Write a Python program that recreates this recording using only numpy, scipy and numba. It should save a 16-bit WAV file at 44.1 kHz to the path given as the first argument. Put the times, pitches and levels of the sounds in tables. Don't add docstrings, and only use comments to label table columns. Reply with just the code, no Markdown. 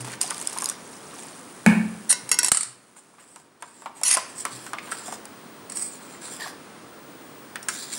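import sys
import numpy as np
from scipy import signal
from scipy.fft import rfft, irfft
from scipy.io import wavfile
from scipy.ndimage import uniform_filter1d
from numba import njit

SR = 44100
rng = np.random.default_rng(int(sys.argv[2]) if len(sys.argv) > 2 else 0)


def store_pcm(level_fs):
    pcm = np.round(np.clip(level_fs, -1, 1) * 32767).astype(np.int16)
    wavfile.write(sys.argv[1], SR, np.atleast_2d(pcm).T)


N = 351918
T = np.arange(N) / SR
RING = T[:SR].astype(np.float32)
TOP_HZ = 16200
STROKE_ATTACK_S, DRAG_RELEASE_S = 0.013, 0.004

# f/Hz, level/dB, time to fade by 60 dB/s
BOWL_MODES = [(980, -6.5, 0.51), (1480, -1.5, 0.28), (1940, 1, 0.12), (2121, -6, 0.41), (2640, 2.5, 0.09),
              (2770, -15, 0.11), (3450, -18, .14), (3940, -5.5, 0.37), (4230, -18, 0.23), (4500, -2, 0.24),
              (5100, -10, 0.15), (5334, -20, .18), (5490, 15.5, 0.052), (5730, -6, 0.25),
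              (5600, 6.5, 0.183), (6660, -3, .28), (6900, -3, 0.18), (7500, -6, .2), (8530, -10, .16),
              (8545, -7.5, .16), (7800, -8, .16), (8900, -6, 0.2), (10370, -13, .13), (9911, -19, 0.18),
              (10230, -9.5, 0.17), (10400, -9, 0.11)]
SPOON_MODES = [(1376, -5, 0.38), (2440, -13.5, 0.201), (4748, -22, 0.82), (7060, -5, 0.3),
               (7680, 17.5, 0.095), (7573, -0.5, 0.26), (9070, -2.5, 0.86), (8650, -2.5, 0.56),
               (9440, -29, .27), (9270, -4, .2), (9900, 7, 0.087), (9701, -34, .25), (10400, -3, 0.46)]
# f/Hz, level/dB
WALL_COLOUR = [(150, -40.5), (700, -10.5), (1700, -7.5), (2700, -10), (3600, -13.5), (5600, -5),
               (7500, -0.5), (9000, 0.5), (10200, 1), (12000, -13), (15500, -31.5)]
SPOON_COLOUR = [(150, -64), (600, -22), (1300, -9), (3300, -17), (4600, -9), (6200, -14.5), (7700, 1),
                (9200, 3), (10200, -15.5), (12500, -29.5), (15500, -62)]
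SPATTER_COLOUR = [(200, -34), (1000, -17.5), (3000, -15.5), (4500, -6.5), (5300, -4), (7000, -1.5),
                  (9200, 5.5), (10200, -2), (12300, -14), (15500, -34.5)]
# t/s, length/s, rubbing/dB, sloshing/dB, spoon's share of the sound (0-1)
STROKES = [(2.96, 0.013, -32.5, -38.5, 1), (3.185, 0.042, -41.5, -42, 0.95), (3.261, 0.14, -43, -62, 0.95),
           (3.6, 0.25, -43.5, -57, 0.8), (3.946, 0.11, -43, -44, 0.9), (4.14, 0.047, -34, -29, 0.8),
           (4.275, 0.044, -43.5, -48, 0.9), (4.35, 0.058, -36.5, -64, 0.93), (4.442, 0.25, -45, -54, 0.45),
           (4.818, 0.11, -50, -40.5, 1), (4.902, 0.24, -41, -49.5, 0.53), (5.745, 0.084, -35.5, -50, 1),
           (5.843, 0.033, -35.5, -62, 0.98), (5.91, 0.055, -50.5, -60, 0.8), (6, 0.17, -49.5, -49, 0.74),
           (6.208, 0.16, -40, -44.5, 0.6), (6.391, 0.087, -38, -37, 0), (7.686, 0.26, -37.5, -66, 0.11),
           (7.915, 0.1, -35.5, -56, 0.54)]


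def clatter():
    # t/s, level/dB, spoon's share of the sound (0-1)
    clinks = [(2.126, -17, 0.3), (2.291, -27, 0.47), (2.315, -11.5, 0), (2.327, -21, 0), (2.342, -22.5, 0),
              (2.388, -12, 0.21), (2.431, -17.5, 0.2), (2.445, -14.5, 0.43), (2.461, -22.5, 0),
              (2.472, -24.5, 0), (2.483, -18, 0.7), (2.517, 2, 1), (2.547, -7, 1), (2.571, -3.5, 0.9),
              (2.608, -9, 1), (2.631, -11.5, 0.9), (4.034, -10.5, 0.37), (4.082, -20, 0.1),
              (4.127, -19.5, 0.3), (4.17, -18, 0.6), (4.914, -30.5, 0.77), (5.698, -32.5, 0.77),
              (5.72, -31.5, 0.6), (5.77, -26.5, 0.65), (7.628, -36.5, 0.44), (7.685, -21, 0.5)]
    out = np.zeros(N)
    for s, db, share in clinks:
        wall = steel(WALL_COLOUR, BOWL_MODES, crack_t60=0.029, grit_db=-18.5, ring_db=-7.5,
                     shimmer_db=-32, shimmer_t60=0.1735)
        spoon = steel(SPOON_COLOUR, SPOON_MODES, crack_t60=0.025, grit_db=-21, ring_db=-21.5,
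                      shimmer_db=-13.5, shimmer_t60=0.57)
        glance = 1 - np.exp(-RING / 0.00053)
        add(out, s, amp(db) * unit_start(glance * ((1 - share) * wall + share * spoon)))
    s, db, _ = max(clinks, key=lambda row: row[1])
    add(out, s + 0.0023, amp(db - 7.5) * sine(215) * fade(0.016))
    add(out, s + 0.00097, amp(db - 7) * burst(0.011, [(200, -5), (900, 5), (3000, -6), (9000, -10.5)]))
    return out


def scraping():
    # t/s, length/s, level/dB, lows and mids against the treble/dB
    drags = [(2.091, 0.025, -14.5, -5.5), (4.041, 0.11, -18, -0.5)]
    # f/Hz, level/dB
    wet_colour = [(150, -26), (700, -27), (1300, -5), (1850, 5), (2700, -6), (3600, 3.5), (5000, -5.5),
                  (7000, -4), (8900, -4.5), (10200, -4.5), (12000, -22.5), (15500, -24)]
    slips = colour(clicks(rate=2900, spread_db=1.5),
                   [(400, -12), (2000, 3), (3500, 3.5), (6000, 2.5), (7500, -5.5), (9600, 7.5),
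                    (12000, -5)])
    drag = on_bowl = on_spoon = 0
    for s, length, db, body_db in drags:
        shaped = colour(slips, [(100, body_db), (3000, body_db), (5500, 0)])
        drag += amp(db) * shaped * gate(s, length, STROKE_ATTACK_S, DRAG_RELEASE_S)
    drag *= amp(2 * drift(250))
    wet_slips = colour(clicks(rate=2200, spread_db=2),
                       [(200, -20), (2000, -2), (3800, -4), (5800, 3), (9500, 1.5), (13000, 7.5)])
    rub = wet_slips * amp(2 * drift(45) - 1.5)
    for s, length, db, _, share in STROKES:
        force = amp(db) * gate(s, length, STROKE_ATTACK_S, release_s=0.026)
        on_bowl += force * np.sqrt(1 - share)
        on_spoon += force * np.sqrt(share)
    return (slide(drag, WALL_COLOUR, BOWL_MODES, ring_db=-22.5)
            + slide(rub * on_bowl, wet_colour, BOWL_MODES, ring_db=-21)
            + slide(rub * on_spoon, SPOON_COLOUR, SPOON_MODES, ring_db=-22))


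def steel(points, modes, crack_t60, grit_db, ring_db, shimmer_db, shimmer_t60):
    tones = amp(ring_db) * unit_start(ring(modes, scatter_db=2.9))
    shimmer = amp(shimmer_db) * burst(shimmer_t60, points)
    return crack(crack_t60, points, grit_db) + fade(0.55) * (tones + shimmer)


def slide(force, points, modes, ring_db, count=5):
    weights = amp([10 * drift(22) for _ in range(count)])
    weights /= np.linalg.norm(weights, axis=0)
    spots = [steel(points, modes, crack_t60=0.0077, grit_db=-1.5, ring_db=ring_db,
                   shimmer_db=-37, shimmer_t60=0.11) for _ in range(count)]
    return sum(through(force * w, spot / np.linalg.norm(spot)) for w, spot in zip(weights, spots))


def squeaking():
    # t/s, length/s, level/dB, f/Hz
    squeaks = [(4.104, 0.05, -32, 1900), (6.396, 0.051, -37, 1900)]
    # multiple of its pitch, level/dB
    partials = [(1, 3), (2.58, -3.5)]
    wavering_time = np.cumsum(1 + 0.066 * drift(300)) / SR
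    out = np.zeros(N)
    for s, length, db, hz in squeaks:
        tone = sum(amp(part_db) * sine(hz * multiple, wavering_time) for multiple, part_db in partials)
        out += amp(db) * tone * gate(s, length, STROKE_ATTACK_S, DRAG_RELEASE_S)
    return out * amp(2.8 * drift(200))


def splashing():
    # t/s, level/dB
    big_drops = [(0.214, -15), (0.231, -25.5), (0.307, -22.5), (0.414, -27), (0.473, -17.5), (0.586, -22.5),
                 (0.621, -23), (0.643, -22.5), (0.658, -19.5), (0.689, -22.5), (0.698, -20)]
    spray = unit(colour(clicks(rate=4300, spread_db=4.5), SPATTER_COLOUR))
    tiny_bubbles = bubbles(low_hz=2200, high_hz=10800, cycles=17, spread_db=24, seconds=1.4, count=2400)
    fizz = unit(colour(tiny_bubbles, SPATTER_COLOUR))
    spatter, _ = pouring()
    out = (amp(-4.5) * fizz + amp(4) * spray) * spatter
    # t/s, level/dB
    small_drops = [(rng.uniform(0.3, 0.72), -31 + 2 * rng.standard_normal()) for _ in range(11)]
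    for s, db in big_drops + small_drops:
        snap = crack(0.011, SPATTER_COLOUR, grit_db=-7, count=8)
        add(out, s, amp(db) * unit_start(snap, size=132))
    return out


def sloshing():
    # f/Hz, level/dB
    wash_colour = [(120, -27.5), (300, -9), (550, -7), (900, 2), (1400, -4), (2200, -4), (3200, -6.5),
                   (8000, -21)]
    gurgle = bubbles(low_hz=685, high_hz=2770, cycles=13, spread_db=25.5, seconds=N / SR, count=2200)
    wash = unit(colour(clicks(rate=1500, spread_db=4), wash_colour))
    _, poured = pouring()
    stirred = sum(amp(db) * gate(s, length, STROKE_ATTACK_S, release_s=0.019)
                  for s, length, _, db, _ in STROKES)
    return (amp(-8) * gurgle + amp(-5.5) * wash) * (poured + stirred)


def pouring():
    # t/s, length/s, spatter/dB, gurgle/dB
    gushes = [(0, 0.012, -44.5, -46), (0.042, 0.098, -47.5, -39.5), (0.206, 0.028, -34.5, -32.5),
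              (0.258, 0.461, -47, -40.5)]
    foam = [(0.705, 2.7, -55.5, -53), (1.099, 0.1, -56, -42)]
    strength = np.zeros((2, N))
    for rows, attack_s, release_s in ((gushes, 0.0075, 0.018), (foam, 0.14, 0.05)):
        for s, length, spatter_db, gurgle_db in rows:
            strength += amp([[spatter_db], [gurgle_db]]) * gate(s, length, attack_s, release_s)
    return strength


def plops():
    # t/s, level/dB, f/Hz, tick against that level/dB
    knocks = [(0.075, -40.5, 836, -20), (0.134, -31, 1700, -20), (0.307, -32, 1190, -17),
              (0.568, -36.5, 1020, -20), (0.623, -33, 1050, -25), (3.139, -42.5, 980, -13),
              (3.183, -39.5, 1120, -13), (3.36, -34, 980, 3.5), (3.624, -22, 1003, -3.5),
              (3.82, -35.5, 920, -5), (3.859, -23, 940, -17), (4.014, -32, 790, 1), (4.17, -20, 970, -20),
              (4.452, -26, 1100, 1.5), (4.665, -37.5, 1330, -2), (4.733, -28.5, 1100, -6),
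              (4.785, -23, 2100, -27), (4.92, -27, 1360, -5), (5.082, -35.5, 740, -8),
              (5.124, -34, 810, -4.5), (5.254, -49, 1010, 11.5), (7.557, -27.5, 1500, -7),
              (7.686, -24, 1440, -17)]
    out = np.zeros(N)
    for s, db, hz, tick_db in knocks:
        hollow = [(hz / 6, -22), (hz / 2, -15), (hz, 0), (hz * 1.78, -11), (hz * 4, -25), (hz * 9, -42)]
        add(out, s, amp(db + 7) * bubble(hz, cycles=10.7, glide=0.08 * (hz / 1100) ** 2))
        add(out, s, amp(db + 1.3) * min(1, 1250 / hz) ** 3 * burst(0.075, hollow))
        add(out, s, amp(db + tick_db) * burst(0.013, SPATTER_COLOUR))
    return out


def swaying(hz=124, t60=0.41, rise_s=0.017):
    # t/s, level/dB
    pushes = [(0, -28.5), (2.219, -44.5), (2.663, -36.5), (4.521, -40.5)]
    out = np.zeros(N)
    for s, db in pushes:
        add(out, s, amp(db) * sine(hz) * fade(t60) * (1 - np.exp(-RING / rise_s)))
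    return out


def pan(landing_s=1.663, bounce_s=0.018):
    # f/Hz, level/dB, time to fade by 60 dB/s
    pan_modes = [(178.4, -1, 0.59), (217.3, 3, 0.44), (240, -4.5, 0.35), (366, -21.5, 0.61),
                 (496.4, -21.5, 0.55), (664, -30, 0.45), (828, -16, 0.26), (1247, -21.5, 0.31),
                 (1410, -24, 0.42), (1370, -29.5, 0.7), (1545, -22.5, 0.24), (2240, -14, .38),
                 (2220, -9.5, 0.22), (2520, -19.5, 0.34), (2540, -30, 0.19), (2790, -28, 0.48)]
    # f/Hz, level/dB
    pan_colour = [(100, -19.5), (230, -13.5), (450, -12.5), (850, -3), (1300, -12.5), (1750, 1.5),
                  (2050, -15), (2300, 0.5), (2600, -11), (3100, -20), (6000, -27.5), (9000, -18.5),
                  (15000, -44)]
    out = np.zeros(N)
    add(out, landing_s, amp(-11.5) * ring(pan_modes, scatter_db=0))
    add(out, landing_s, amp(-23.5) * burst(0.48, pan_colour))
    boom = unit(noise(SR, [(160, -11.5), (200, 0), (280, -18), (700, -37), (4000, -76.5)]))
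    add(out, landing_s, amp(-20.5) * boom * fade(0.77))
    for s, db in ((landing_s, -11), (landing_s + bounce_s, -33)):
        add(out, s, amp(db) * burst(0.01, pan_colour))
    return out


def room_echo(x, t60, treble_t60):
    low = noise(SR, [(100, -0.5), (1200, 2.5), (3000, 2.5), (8000, -12)]) * fade(t60)
    high = noise(SR, [(1500, -20), (5000, 5.5), (10000, -17), (15000, -9.5)]) * fade(treble_t60)
    tail = (low + high) * (RING > 0.006)
    return through(x, tail / np.linalg.norm(tail))


def kitchen():
    # f/Hz, level/dB
    room_colour = [(30, -27.5), (55, -25.5), (100, -11), (160, -4), (260, 0), (450, -4), (750, -9),
                   (1100, -7), (2600, -17.5), (6500, -23.5), (7900, -24), (9000, -17), (10500, -29.5),
                   (12500, -37.5)]
    return unit(noise(N, room_colour + [(14500, -40), (16200, -49)])) * amp(-45 + 0.56 * drift(3.5))


def whine(hz=15624, waver_hz=8):
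    # t/s, level/dB
    levels = [(4.3, -65), (4.38, -63), (5.93, -56), (6.81, -65.5), (6.94, -56), (7.98, -52)]
    turns = np.cumsum(hz + waver_hz * drift(90)) / SR
    level_db = np.interp(T, *np.transpose(levels)) + 1.2 * drift(20)
    return unit(np.sin(2 * np.pi * turns)) * amp(level_db)


def microphone_hiss():
    hiss = noise(N, [(30, 7), (700, 8), (1500, -8), (5000, -2.5), (8500, 8.5), (12000, 1), (15000, -6)])
    return amp(-70.5) * unit(hiss)


def crack(t60, points, grit_db, count=22, size=4096):
    hz = (np.arange(count) + rng.random(count)) / count * TOP_HZ
    tones = np.sin(2 * np.pi * (hz[:, None] * RING[:size] + rng.random((count, 1)))).sum(axis=0)
    hit = (unit(tones) + amp(grit_db) * rng.standard_normal(size)) * fade(t60)[:size]
    return unit_start(colour(np.pad(hit, (0, SR - size)), points))


def ring(modes, scatter_db):
    sizes = amp(scatter_db * rng.standard_normal(len(modes)))
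    return sum((-1) ** k * sizes[k] * amp(db) * sine(hz) * fade(t60)
               for k, (hz, db, t60) in enumerate(modes))


def burst(t60, points):
    return unit_start(colour(rng.standard_normal(SR) * fade(t60), points))


def clicks(rate, spread_db):
    sizes = amp(spread_db * np.minimum(rng.exponential(size=N), 4))
    return unit((rng.random(N) < rate / SR) * sizes * rng.choice([-1, 1], N))


def bubble(hz, cycles, glide):
    turn = RING[:int(cycles / hz * SR)] * hz
    tone = np.sin(2 * np.pi * turn * (1 + glide * turn / cycles))
    return tone * (1 - np.exp(-turn)) * np.exp(-np.log(100) * turn / cycles)


def bubbles(low_hz, high_hz, cycles, spread_db, seconds, count):
    out = np.zeros(N)
    for when, pitch, strength in rng.random((count, 3)):
        hz = low_hz * (high_hz / low_hz) ** pitch
        add(out, when * seconds, amp(spread_db * strength ** 4) * bubble(hz, cycles, glide=0.057))
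    return unit_start(out, size=int(seconds * SR))


def colour(x, points, size=2048):
    hz, db = np.transpose(points)
    grid = np.maximum(np.fft.rfftfreq(2 * size, 1 / SR), 1)
    gain = amp(np.interp(np.log(grid), np.log(hz), db)) * np.minimum(grid / hz[0], 1) ** 2
    cepstrum = irfft(np.log(gain))[:size]
    cepstrum[1:] *= 2
    return through(x, irfft(np.exp(rfft(cepstrum, 2 * size))))


def noise(size, points):
    return colour(rng.standard_normal(size), points)


def drift(rate):
    k = int(SR / rate)
    steps = np.repeat(rng.standard_normal(N // k + 1), k)
    return unit(uniform_filter1d(uniform_filter1d(steps, k), k)[:N])


def gate(start, length, attack_s, release_s):
    age = T - start
    return np.clip(age / attack_s, 0, 1) * np.exp(-np.clip((age - length) / release_s, 0, 30))


def fade(t60):
    return np.exp(-np.log(1000) * RING / t60)


def sine(hz, t=RING):
    return np.sin(2 * np.pi * hz * t)


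def amp(db):
    return 10 ** (np.asarray(db) / 20)


def unit(x):
    return x / np.sqrt(np.mean(x ** 2))


def unit_start(x, size=220):
    return x / np.sqrt(np.mean(x[:size] ** 2))


def add(track, s, sound):
    i = max(int(s * SR), 0)
    track[i:i + len(sound)] += sound[:N - i]


def through(x, response):
    return signal.fftconvolve(x, response)[:len(x)]


def scene():
    near = clatter() + scraping() + squeaking() + splashing() + sloshing() + plops() + swaying() + pan()
    mid = near + amp(-14) * room_echo(near, t60=0.55, treble_t60=0.41) + kitchen() + whine()
    band_hz, width_hz = 7980, 800
    band = signal.lfilter(*signal.iirpeak(band_hz, band_hz / width_hz, fs=SR), mid)
    side = microphone_hiss() - 0.39 * band
    return np.array([mid + side, mid - side])


@njit
def overload_guard(level, limit, floor_db, fall_db_per_s, hold_s, rise_db_per_s):
    out, db, wait = np.zeros(len(level)), 0., 0.
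    for i in range(len(level)):
        wait = hold_s if level[i] > limit else wait - 1 / SR
        db = max(db - fall_db_per_s / SR, floor_db) if wait > 0 else min(db + rise_db_per_s / SR, 0.)
        out[i] = db
    return out


def record(dry):
    heard = signal.sosfilt(signal.butter(2, 1000, "high", fs=SR, output="sos"), dry.mean(axis=0))
    level = np.sqrt(np.abs(uniform_filter1d(heard ** 2, size=220)))
    coming = np.roll(level, -int(0.024 * SR))
    gain_db = overload_guard(coming, limit=0.62, floor_db=-12., fall_db_per_s=1200.,
                             hold_s=1.06, rise_db_per_s=14.)
    out = np.clip(dry * amp(gain_db), -1, 1)
    return signal.sosfilt(signal.ellip(8, 0.2, 70, TOP_HZ, fs=SR, output="sos"), out)


dry = scene()
out = record(dry)
store_pcm(out)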